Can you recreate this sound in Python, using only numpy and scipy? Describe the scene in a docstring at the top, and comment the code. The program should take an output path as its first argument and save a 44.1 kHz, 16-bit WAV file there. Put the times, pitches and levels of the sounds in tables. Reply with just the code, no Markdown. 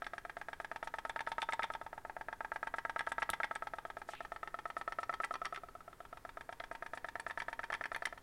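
"""Pop-pop boat in a sink

A candle-heated toy boat circles in a basin, making about nine strokes a second in four surges.
Steam snaps the thin boiler lid out, then it snaps back as the steam condenses; both ring lid, hull and cabin.
Hard strokes mostly add crinkles; the exhaust fizzes and spits; one dry tick and some soft scuffs are heard too.
Rings are decaying sine waves and rough sounds are shaped noise; basin and small room add their echoes."""
import sys
import numpy as np
from scipy import signal
from scipy.fft import rfft, irfft, next_fast_len
from scipy.io import wavfile

SR = 44100
rng = np.random.default_rng(int(sys.argv[2]) if len(sys.argv) > 2 else 0)


def pcm_store(signal):
    """Save signal as 16-bit PCM."""
    levels = np.round(np.clip(np.atleast_2d(signal), -1, 1) * 32767)
    wavfile.write(sys.argv[1], SR, levels.astype(np.int16).T)


N = 362502  # length in samples
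RING_T = np.arange(SR // 12) / SR  # time axis of one short sound, s

# Levels of rings and colours are relative: the whole sound is scaled afterwards.
# still room: colour of its noise [f/Hz, level/dB]
ROOM_TONE_COLOUR = [(20, -0.5), (30, 0), (45, -9), (90, -10.5), (200, -18.5), (380, -16), (700, -20),
                    (1500, -20.5), (3000, -33.5), (6000, -35.5), (9500, -35), (16000, -39.5)]
ROOM_TONE_DB = -61
# faint hum [f/Hz, level/dB]
HUM_TONES = [(152, -79), (263, -78)]
FIRST_STROKE_S = 0.02
# pace of the boiler: it quickens as steam builds and drops when a surge collapses [t/s, strokes per s]
STROKE_RATE = [(0.02, 8.755), (0.25, 8.483), (1.05, 9.096), (1.16, 8.956), (1.49, 9.533), (1.93, 8.301),
               (2.05, 8.627), (2.28, 8.201), (2.41, 8.984), (3.4, 9.127), (3.97, 8.338), (4.32, 9.005),
               (4.54, 8.857), (5.1, 9.358), (5.52, 9.169), (5.75, 7.89), (6.37, 8.335), (6.49, 9.006),
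               (7.27, 9.102), (7.37, 9.244), (7.59, 9.098), (8.13, 9.787)]
# force of the strokes: four surges, each a slow build and a quicker collapse [t/s, level/dB]
STROKE_FORCE = [(0.02, -36.5), (0.25, -39), (0.49, -38), (1.59, -30.5), (1.81, -39.5), (1.95, -40.5),
                (2.52, -33.5), (3.33, -31), (3.95, -39), (4.2, -38), (5.12, -30.5), (5.52, -36),
                (5.63, -42.5), (5.9, -44.5), (6.25, -40.7), (7.37, -34.5), (8.02, -36), (8.13, -42)]
# how long the lid stays out before the steam condenses [t/s, dwell/s]
LID_DWELL = [(0.02, 0.046), (1.49, 0.045), (1.81, 0.0508), (2.41, 0.041), (3.07, 0.047), (3.4, 0.041),
             (3.51, 0.047), (3.85, 0.05), (4.32, 0.042), (4.54, 0.0465), (5.2, 0.0437), (5.75, 0.054),
             (6.49, 0.0349), (7.59, 0.047), (7.92, 0.045), (8.13, 0.051)]
# strength of the snap back in [t/s, level/dB compared with the snap out]
RETURN_LEVEL = [(0, -2.5), (1.6, -2.5), (2.0, -1), (2.5, -2.5), (3.4, -2.7), (4.5, -5.5), (5.7, -6.3),
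                (7.55, -4), (7.9, -1), (8.13, -6.5)]
# sharpness of the snap out [t/s, level of the sharp part/dB]
SHARP_OUT = [(0, -18), (1.0, -17), (2.2, -24.5), (3.1, -22), (3.7, -24), (4.05, -17.5), (4.8, -23.5),
             (5.7, -24), (6.2, -20.5), (8.1, -18.5)]
# sharpness of the snap back in [t/s, level of the sharp part/dB]
SHARP_IN = [(0, -11), (1.5, -8), (1.85, -19), (2.3, -16.5), (3.35, -9), (3.7, -13.5), (5.25, -10.5),
            (5.75, -17.5), (6.2, -8), (8.1, -9.5)]
# low modes of lid, hull and cabin; each snap shifts them a little and may shorten the decay
# [f/Hz, 60 dB decay/s, level snapping out/dB, level snapping in/dB]
BODY_MODES = [(399.2, 0.053, -20, -17), (576, 0.028, -18.5, -23), (687, 0.029, -2.5, -16.5),
              (797.4, 0.018, -10.5, -8), (884.6, 0.099, -32, -27), (1065, 0.042, -47, -13),
              (1217, 0.015, -14.5, -6.5), (1298.8, 0.028, -1, -3), (1637, 0.017, -11.5, -9),
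              (1775, 0.015, -9, -7.5), (1940, 0.022, -15.5, -11.5), (2038, 0.024, -32, -28)]
# two modes whose pitch wanders, first of the hull, then of the lid
# [60 dB decay/s, level snapping out/dB, level snapping in/dB]
WANDERING_MODES = [(0.028, -12.5, -5.5), (0.015, -9.5, -4)]
# pitch of the wandering hull mode [t/s, f/Hz]
HULL_PITCH = [(0, 855), (0.7, 872), (1.4, 900), (2.0, 865), (2.8, 890), (4.35, 855), (4.8, 925), (6.5, 916),
              (8.2, 937)]
# pitch of the wandering lid mode [t/s, f/Hz]
LID_PITCH = [(0, 1625), (0.4, 1630), (0.8, 1735), (1.3, 1690), (3.9, 1615), (4.4, 1815), (5.4, 1780),
             (6.6, 1650), (7.3, 1760)]
# high modes of the lid, woken by a sharp snap [f/Hz, 60 dB decay/s, level/dB]
LID_MODES = [(2264, 0.021, 5.5), (2410, 0.075, -5), (2936, 0.036, -0.5), (3222, 0.032, 3), (3464, 0.016, 4),
             (3573, 0.038, -4), (4050, 0.062, -28), (4420, 0.029, -2.5), (5596, 0.021, -5.5),
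             (5970, 0.025, -17)]
# colour of the crack in a sharp snap [f/Hz, level/dB]
CRACK_COLOUR = [(1500, -12.5), (2300, 7.5), (2900, 0.5), (3600, 0), (4200, -7.5), (5500, -7.5),
                (7000, -17.5), (9000, -12.5), (11000, -20), (16000, -48)]
# centres of the low ring, the hull, the cabin, the lid, and its bright ring with the gaps beside it [f/Hz]
REGION_HZ = [680, 900, 1300, 1700, 2700, 3600, 4500]
# the low ring saturates: above a gentle stroke it loses LOW_RING_LAG dB for each dB of force
LOW_RING_DB, GENTLE_STROKE_DB, LOW_RING_LAG = 2.5, -38, 1.1
# level of the hull's ring near 900 Hz as the boat turns [t/s, level/dB]
HULL_LEVEL = [(0, -4), (0.9, 11), (2.5, 10), (4.0, 2), (5.2, -0.5), (5.65, -7.5), (6.4, 5.5), (7.4, 10),
              (8.2, 7)]
# level of the lid's ring near 1700 Hz [t/s, level/dB]
LID_LEVEL = [(0, 3.5), (0.7, 3.5), (1.8, -1.5), (2.4, 4.5), (4.4, -2), (5.75, -12), (6.45, 1.5), (7.5, 5.5),
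             (8.2, 2)]
# level of the bright ring near 3600 Hz, which stands out in the first surge [t/s, level/dB]
BRIGHT_LEVEL = [(0, 8), (0.8, -8), (1.55, 24), (2.1, -7), (3.5, 7), (5.0, -8), (6.1, 3), (8.2, -5)]
# gaps between rings, where hull and water surface cancel each other [f/Hz, width/Hz, depth/dB]
NOTCHES = [(1012, 132, -4.5), (1460, 69, -5.5), (2870, 240, -3.5)]
# mostly on hard strokes, a dent in the lid gives way between the snaps
# [t/s, level/dB, level of the sharp part/dB, strongest ring f/Hz]
CRINKLES = [(0.0435, -47, -22, 3180), (1.192, -37, -13, 1680), (1.2662, -42.5, -15, 1720),
            (1.4186, -35, -3.5, 1870), (1.523, -33.5, -14.5, 1850), (1.623, -35, -25, 1680),
            (1.6317, -33, -5, 1990), (1.7365, -45.5, -2, 1330), (2.6691, -50, -13, 1420),
            (2.9924, -32.5, -9, 1630), (3.066, -43, -12, 1520), (3.2205, -29, -32, 1830),
            (3.3321, -38, -13, 2100), (3.4329, -29.5, -17, 1840), (3.5524, -45, -3.5, 1800),
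            (4.15, -48.5, -8, 2290), (5.1268, -38, -24, 1270), (5.2353, -35, -28, 1470),
            (5.2404, -34.5, -14, 1840), (5.3397, -36, -10.5, 1270), (5.448, -38.5, -17, 1440),
            (5.4541, -35.5, -6, 1550), (5.546, -43.5, -7, 1730), (5.5603, -41, -6.5, 1500),
            (6.5995, -43.5, -17, 2900), (7.299, -39, -20, 1510), (7.4012, -34.5, -10.5, 1720),
            (7.632, -41, -21, 1570), (7.723, -35, -12.5, 1090), (7.728, -32.5, -15, 1690),
            (7.7394, -38.5, -2, 1380), (7.8393, -36, -13, 1670), (7.9468, -34, -9.5, 1700),
            (8.054, -30.5, -7.5, 2100)]
# tiny spits of water; the level is before the 18 dB cut in spits() [t/s, level/dB, strongest f/Hz]
WATER_SPITS = [(1.0937, -39, 8370), (1.5334, -36, 8200), (3.1207, -36, 9100), (3.5535, -35, 8400),
               (5.247, -34.5, 9250), (7.2, -36.5, 8800), (7.9618, -39, 10600), (8.0578, -30.5, 9300)]
# one dry tick with a soft thump
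TICK_S, TICK_DB, THUMP_DB = 3.3017, -38.5, -49
# colour of the dry tick [f/Hz, level/dB]
TICK_COLOUR = [(40, -3), (250, -1), (700, -2), (2000, -2), (3600, 4.5), (5000, -3), (6200, -13), (9000, 0),
               (12500, -4), (16000, -15)]
# two parts of a soft scuff and its low bump; level is before the swell
# [t/s, length/s, level/dB, centre f/Hz, fall below the centre/dB per octave, steeper far above it]
SCUFFS = [(4.075, 0.079, -61.5, 5500, -0.5), (4.08, 0.19, -60, 2670, 21), (3.5, 0.053, -69, 220, 11)]


def undb(db):
    """Turn decibels into a gain."""
    return 10 ** (np.asarray(db) / 20)


def unit(x):
    """Scale a sound to an energy of one."""
    return x / np.sqrt(np.sum(x ** 2, axis=-1, keepdims=True))


def burst(x, db):
    """Give a short sound the energy of 10 ms at the given level."""
    return unit(x) * undb(db) * np.sqrt(SR / 100)


def fade(t, rise_s, t60, hold=1):
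    """A quick swell and a decay; hold above 1 keeps the sound up a moment, then drops it faster."""
    swell = 1 - np.exp(-t / rise_s)
    decay = np.exp(-np.log(1000) * (t / t60) ** hold)
    return swell * decay


def at(curve, s):
    """Read a curve at a time, with straight lines between its points."""
    return np.interp(s, *np.transpose(curve))


def noise(colour, size):
    """Noise of rms one, coloured by (Hz, dB) points."""
    hz, db = np.transpose(colour)
    bins = np.maximum(np.fft.rfftfreq(size, 1 / SR), 1)
    gain = undb(np.interp(np.log(bins), np.log(hz), db))
    x = irfft(rfft(rng.standard_normal(size)) * gain, size)
    return x / np.std(x)


def hump(hz, slope_db):
    """A colour set by its slope on both sides of a centre, falling faster far above it."""
    return [(hz / 8, -3 * slope_db), (hz, 0), (1.5 * hz, -.6 * slope_db),
            (2.3 * hz, -1.2 * slope_db - 14), (8 * hz, -90)]


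def add(track, s, x):
    """Mix a sound into the track at a time."""
    i = max(int(s * SR), 0)
    track[i:i + len(x)] += x[:max(N - i, 0)]


def ring(hz, t60, db, rise_s, hold):
    """Decaying sine waves struck together, each taking a moment to build up."""
    waves = np.sin(2 * np.pi * hz[:, None] * RING_T)
    waves = waves * fade(RING_T, rise_s, t60[:, None], hold)
    return undb(db) @ unit(waves)


def room_tone():
    """Low rumble and soft hiss from shaped noise, with hum tones whose phase drifts at random."""
    out = undb(ROOM_TONE_DB) * noise(ROOM_TONE_COLOUR, size=next_fast_len(N))[:N]
    for hz, db in HUM_TONES:
        wander = np.cumsum(rng.standard_normal(N)) * 0.021
        tone = np.sin(2 * np.pi * hz * np.arange(N) / SR + wander)
        out = out + undb(db) * np.sqrt(2) * tone
    return out


def strokes():
    """The times at which steam pushes the lid out, each one period after the last."""
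    times = [FIRST_STROKE_S]
    while times[-1] < N / SR:
        times.append(times[-1] + 1 / at(STROKE_RATE, times[-1]))
    return np.array(times[:-1])


def colour_db(hz, s):
    """The balance of the rings, set by the force of the stroke and the way the boat faces."""
    excess_db = max(at(STROKE_FORCE, s) - GENTLE_STROKE_DB, 0)
    low_db = LOW_RING_DB - LOW_RING_LAG * excess_db
    levels = [low_db, at(HULL_LEVEL, s), 0, at(LID_LEVEL, s), 0, at(BRIGHT_LEVEL, s), 0]
    return np.interp(hz, REGION_HZ, levels)


def edge(s, lid_db, crack_db, crack_rise_s, crack_t60):
    """The sharp part of a snap: the lid's high modes ring and a short noise cracks."""
    hz, t60, db = np.transpose(LID_MODES)
    pitch_luck, level_luck = rng.standard_normal((2, len(hz)))
    mode_db = db + colour_db(hz, s) + 3 * level_luck
    lid = ring(hz * (1 + 0.013 * pitch_luck), t60, mode_db, rise_s=0.00052, hold=1.38)
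    crack = noise(CRACK_COLOUR, size=len(RING_T)) * fade(RING_T, crack_rise_s, crack_t60)
    return burst(lid, lid_db) + burst(crack, crack_db)


def pops(events, axis, rise_s, hold, damping, scatter_db, detune, gain_db, **sharp):
    """Each snap of the whole lid rings the low modes; axis 0 is outward and 1 is inward."""
    out = np.zeros(N)
    steady_hz, *steady = np.transpose(BODY_MODES)
    t60, *strengths = np.hstack([steady, np.transpose(WANDERING_MODES)])
    for s, db, sharp_db in events:
        hz = np.r_[steady_hz, at(HULL_PITCH, s), at(LID_PITCH, s)]
        # no two strokes are quite alike
        pitch_luck, level_luck = rng.standard_normal((2, len(hz)))
        mode_hz = hz * (1 + detune * pitch_luck)
        mode_db = strengths[axis] + colour_db(hz, s) + scatter_db * level_luck
        body = ring(mode_hz, t60 / damping, mode_db, rise_s, hold)
        snap = burst(body, gain_db) + undb(sharp_db) * edge(s, **sharp)
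        add(out, s, undb(db) * snap)
    return out


def lid_snaps():
    """Steam pops the lid out with a round sound; after the dwell it condenses and the lid pops back brighter."""
    s = strokes()
    db = at(STROKE_FORCE, s)
    snaps_out = zip(s, db, at(SHARP_OUT, s))
    snaps_in = zip(s + at(LID_DWELL, s), db + at(RETURN_LEVEL, s), at(SHARP_IN, s))
    outward = pops(snaps_out, axis=0, rise_s=0.00056, hold=2.17, damping=1.42, scatter_db=1.13,
                   detune=0.0082, gain_db=-1.9,
                   lid_db=-8.5, crack_db=-4, crack_rise_s=0.00085, crack_t60=0.044)
    inward = pops(snaps_in, axis=1, rise_s=0.00054, hold=1.41, damping=1.0, scatter_db=1.6,
                  detune=0.011, gain_db=-1.16,
                  lid_db=-7, crack_db=-5, crack_rise_s=.0012, crack_t60=0.033)
    return outward + inward


def basin(x, db, t60, count):
    """Close reflections off the sink walls; their pattern slowly changes as the boat moves."""
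    out, place = np.zeros(N), np.linspace(0, count - 1, N)
    for k in range(count):
        # the reflections start 2 ms after the direct sound
        shape = fade(np.maximum(RING_T - .002, 0), 0.0074, t60)
        walls = rng.standard_normal(len(RING_T)) * shape
        # each pattern blends smoothly into the next
        near = np.flatnonzero(np.abs(place - k) < 1)
        share = np.cos(np.pi / 2 * (place[near] - k))
        add(out, near[0] / SR, signal.fftconvolve(x[near] * share, unit(walls)))
    return undb(db) * out


def notched(x):
    """Carve the narrow gaps that keep the rings apart and make the pop hollow."""
    for hz, width_hz, depth_db in NOTCHES:
        band = signal.lfilter(*signal.iirpeak(hz, hz / width_hz, fs=SR), x)
        x = x - (1 - undb(depth_db)) * band
    return x


def room(x, db, t60, treble_db, treble_t60):
    """The small room's tail: fading noise in which a low and a treble part decay separately."""
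    t = np.arange(SR // 2) / SR
    low_colour = [(100, -0.5), (500, -7.0), (2200, -10), (5000, -8.5), (16000, -45)]
    low = noise(low_colour, size=len(t)) * fade(t, 0.0062, t60)
    high_colour = [(1500, -14), (4000, -4.0), (16000, 5)]
    high = noise(high_colour, size=len(t)) * fade(t, 0.012, treble_t60)
    tail = undb(db) * unit(low) + undb(treble_db) * unit(high)
    return signal.fftconvolve(x, tail)[:N]


def exhaust_fizz():
    """A faint burst of bright noise follows each push of steam, with varied delay and level."""
    out = np.zeros(N)
    t = np.arange(SR // 25) / SR
    colour = [(2000, 11), (4000, 7.5), (6000, 4.5), (9000, 10.0), (11000, 3.5), (15000, -27)]
    for s in strokes():
        late, size = rng.standard_normal(2)
        fizz = noise(colour, size=len(t)) * fade(t, 0.0073, 0.071)
        add(out, s + .014 + .004 * late, burst(fizz, at(STROKE_FORCE, s) - 30.5 + 4 * size))
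    return out


def crinkles(slope_db, t60, rough_db):
    """A dent gives way in a rough little run of slips around its own pitch, and shakes the nearby modes."""
    out = np.zeros(N)
    hz, mode_t60 = np.transpose(BODY_MODES)[:2]
    for s, db, sharp_db, dent_hz in CRINKLES:
        # each dent strikes the modes a little differently
        pitch_luck, level_luck = rng.standard_normal((2, len(hz)))
        octaves_away = np.abs(np.log2(hz / dent_hz))
        mode_db = 2.5 * level_luck - slope_db * octaves_away
        modes = ring(hz * (1 + .03 * pitch_luck), mode_t60, mode_db, rise_s=0.00043, hold=1.93)
        # one patch of noise stands for the run of slips
        slips = noise(hump(dent_hz, slope_db), size=len(RING_T)) * fade(RING_T, 0.00035, t60)
        sharp = edge(s, lid_db=-7, crack_db=-5.0, crack_rise_s=0.00027, crack_t60=0.018)
        crinkle = burst(modes, db=-5) + burst(slips, rough_db) + undb(sharp_db) * sharp
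        add(out, s, undb(db) * crinkle)
    return out


def spits():
    """Now and then the exhaust spits a droplet: a very short noise around one high pitch."""
    out = np.zeros(N)
    t = np.arange(SR // 25) / SR
    for s, db, hz in WATER_SPITS:
        colour = [(0.26 * hz, -14), (.75 * hz, -10), (hz, 0), (1.16 * hz, -12), (1.5 * hz, -26)]
        drop = noise(colour, size=len(t)) * fade(t, rise_s=0.00074, t60=0.0094)
        add(out, s, burst(drop, db - 18.0))
    return out


def dry_tick():
    """One tick of noise that dies in milliseconds, over a soft thump of low noise."""
    out = np.zeros(N)
    tick = noise(TICK_COLOUR, size=len(RING_T)) * fade(RING_T, rise_s=.0001, t60=0.0035)
    add(out, TICK_S, burst(tick, TICK_DB))
    thump_colour = [(30, 8), (80, -9), (250, -6), (600, -25), (2000, -50)]
    thump = noise(thump_colour, size=len(RING_T)) * fade(RING_T, rise_s=.0005, t60=0.025)
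    add(out, TICK_S, burst(thump, THUMP_DB))
    return out


def scuffs():
    """A soft two-part scuff and a low bump: noise that swells and sinks."""
    out = np.zeros(N)
    for s, length, db, hz, slope_db in SCUFFS:
        swell = np.sin(np.pi * np.linspace(0, 1, int(length * SR)) ** 0.68)
        add(out, s, undb(db) * noise(hump(hz, slope_db), size=len(swell)) * swell)
    return out


def scene():
    """The boat in the basin, in the room."""
    boiler = lid_snaps() + crinkles(slope_db=15.5, t60=.02, rough_db=-10.0)
    exhaust = exhaust_fizz() + spits()
    direct = boiler + exhaust + dry_tick() + scuffs()
    close = notched(direct + basin(direct, db=-13.5, t60=0.03, count=12))
    tail = room(close, db=-21.5, t60=0.24, treble_db=-24.0, treble_t60=.28)
    return (close + tail + room_tone())[None]


def record(dry):
    """The phone cuts the top: a steep low-pass filter at 15850 Hz."""
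    low_pass = signal.ellip(10, .1, 70, 15850, fs=SR, output="sos")
    return signal.sosfilt(low_pass, dry)


dry = scene()
out = record(dry)
pcm_store(out)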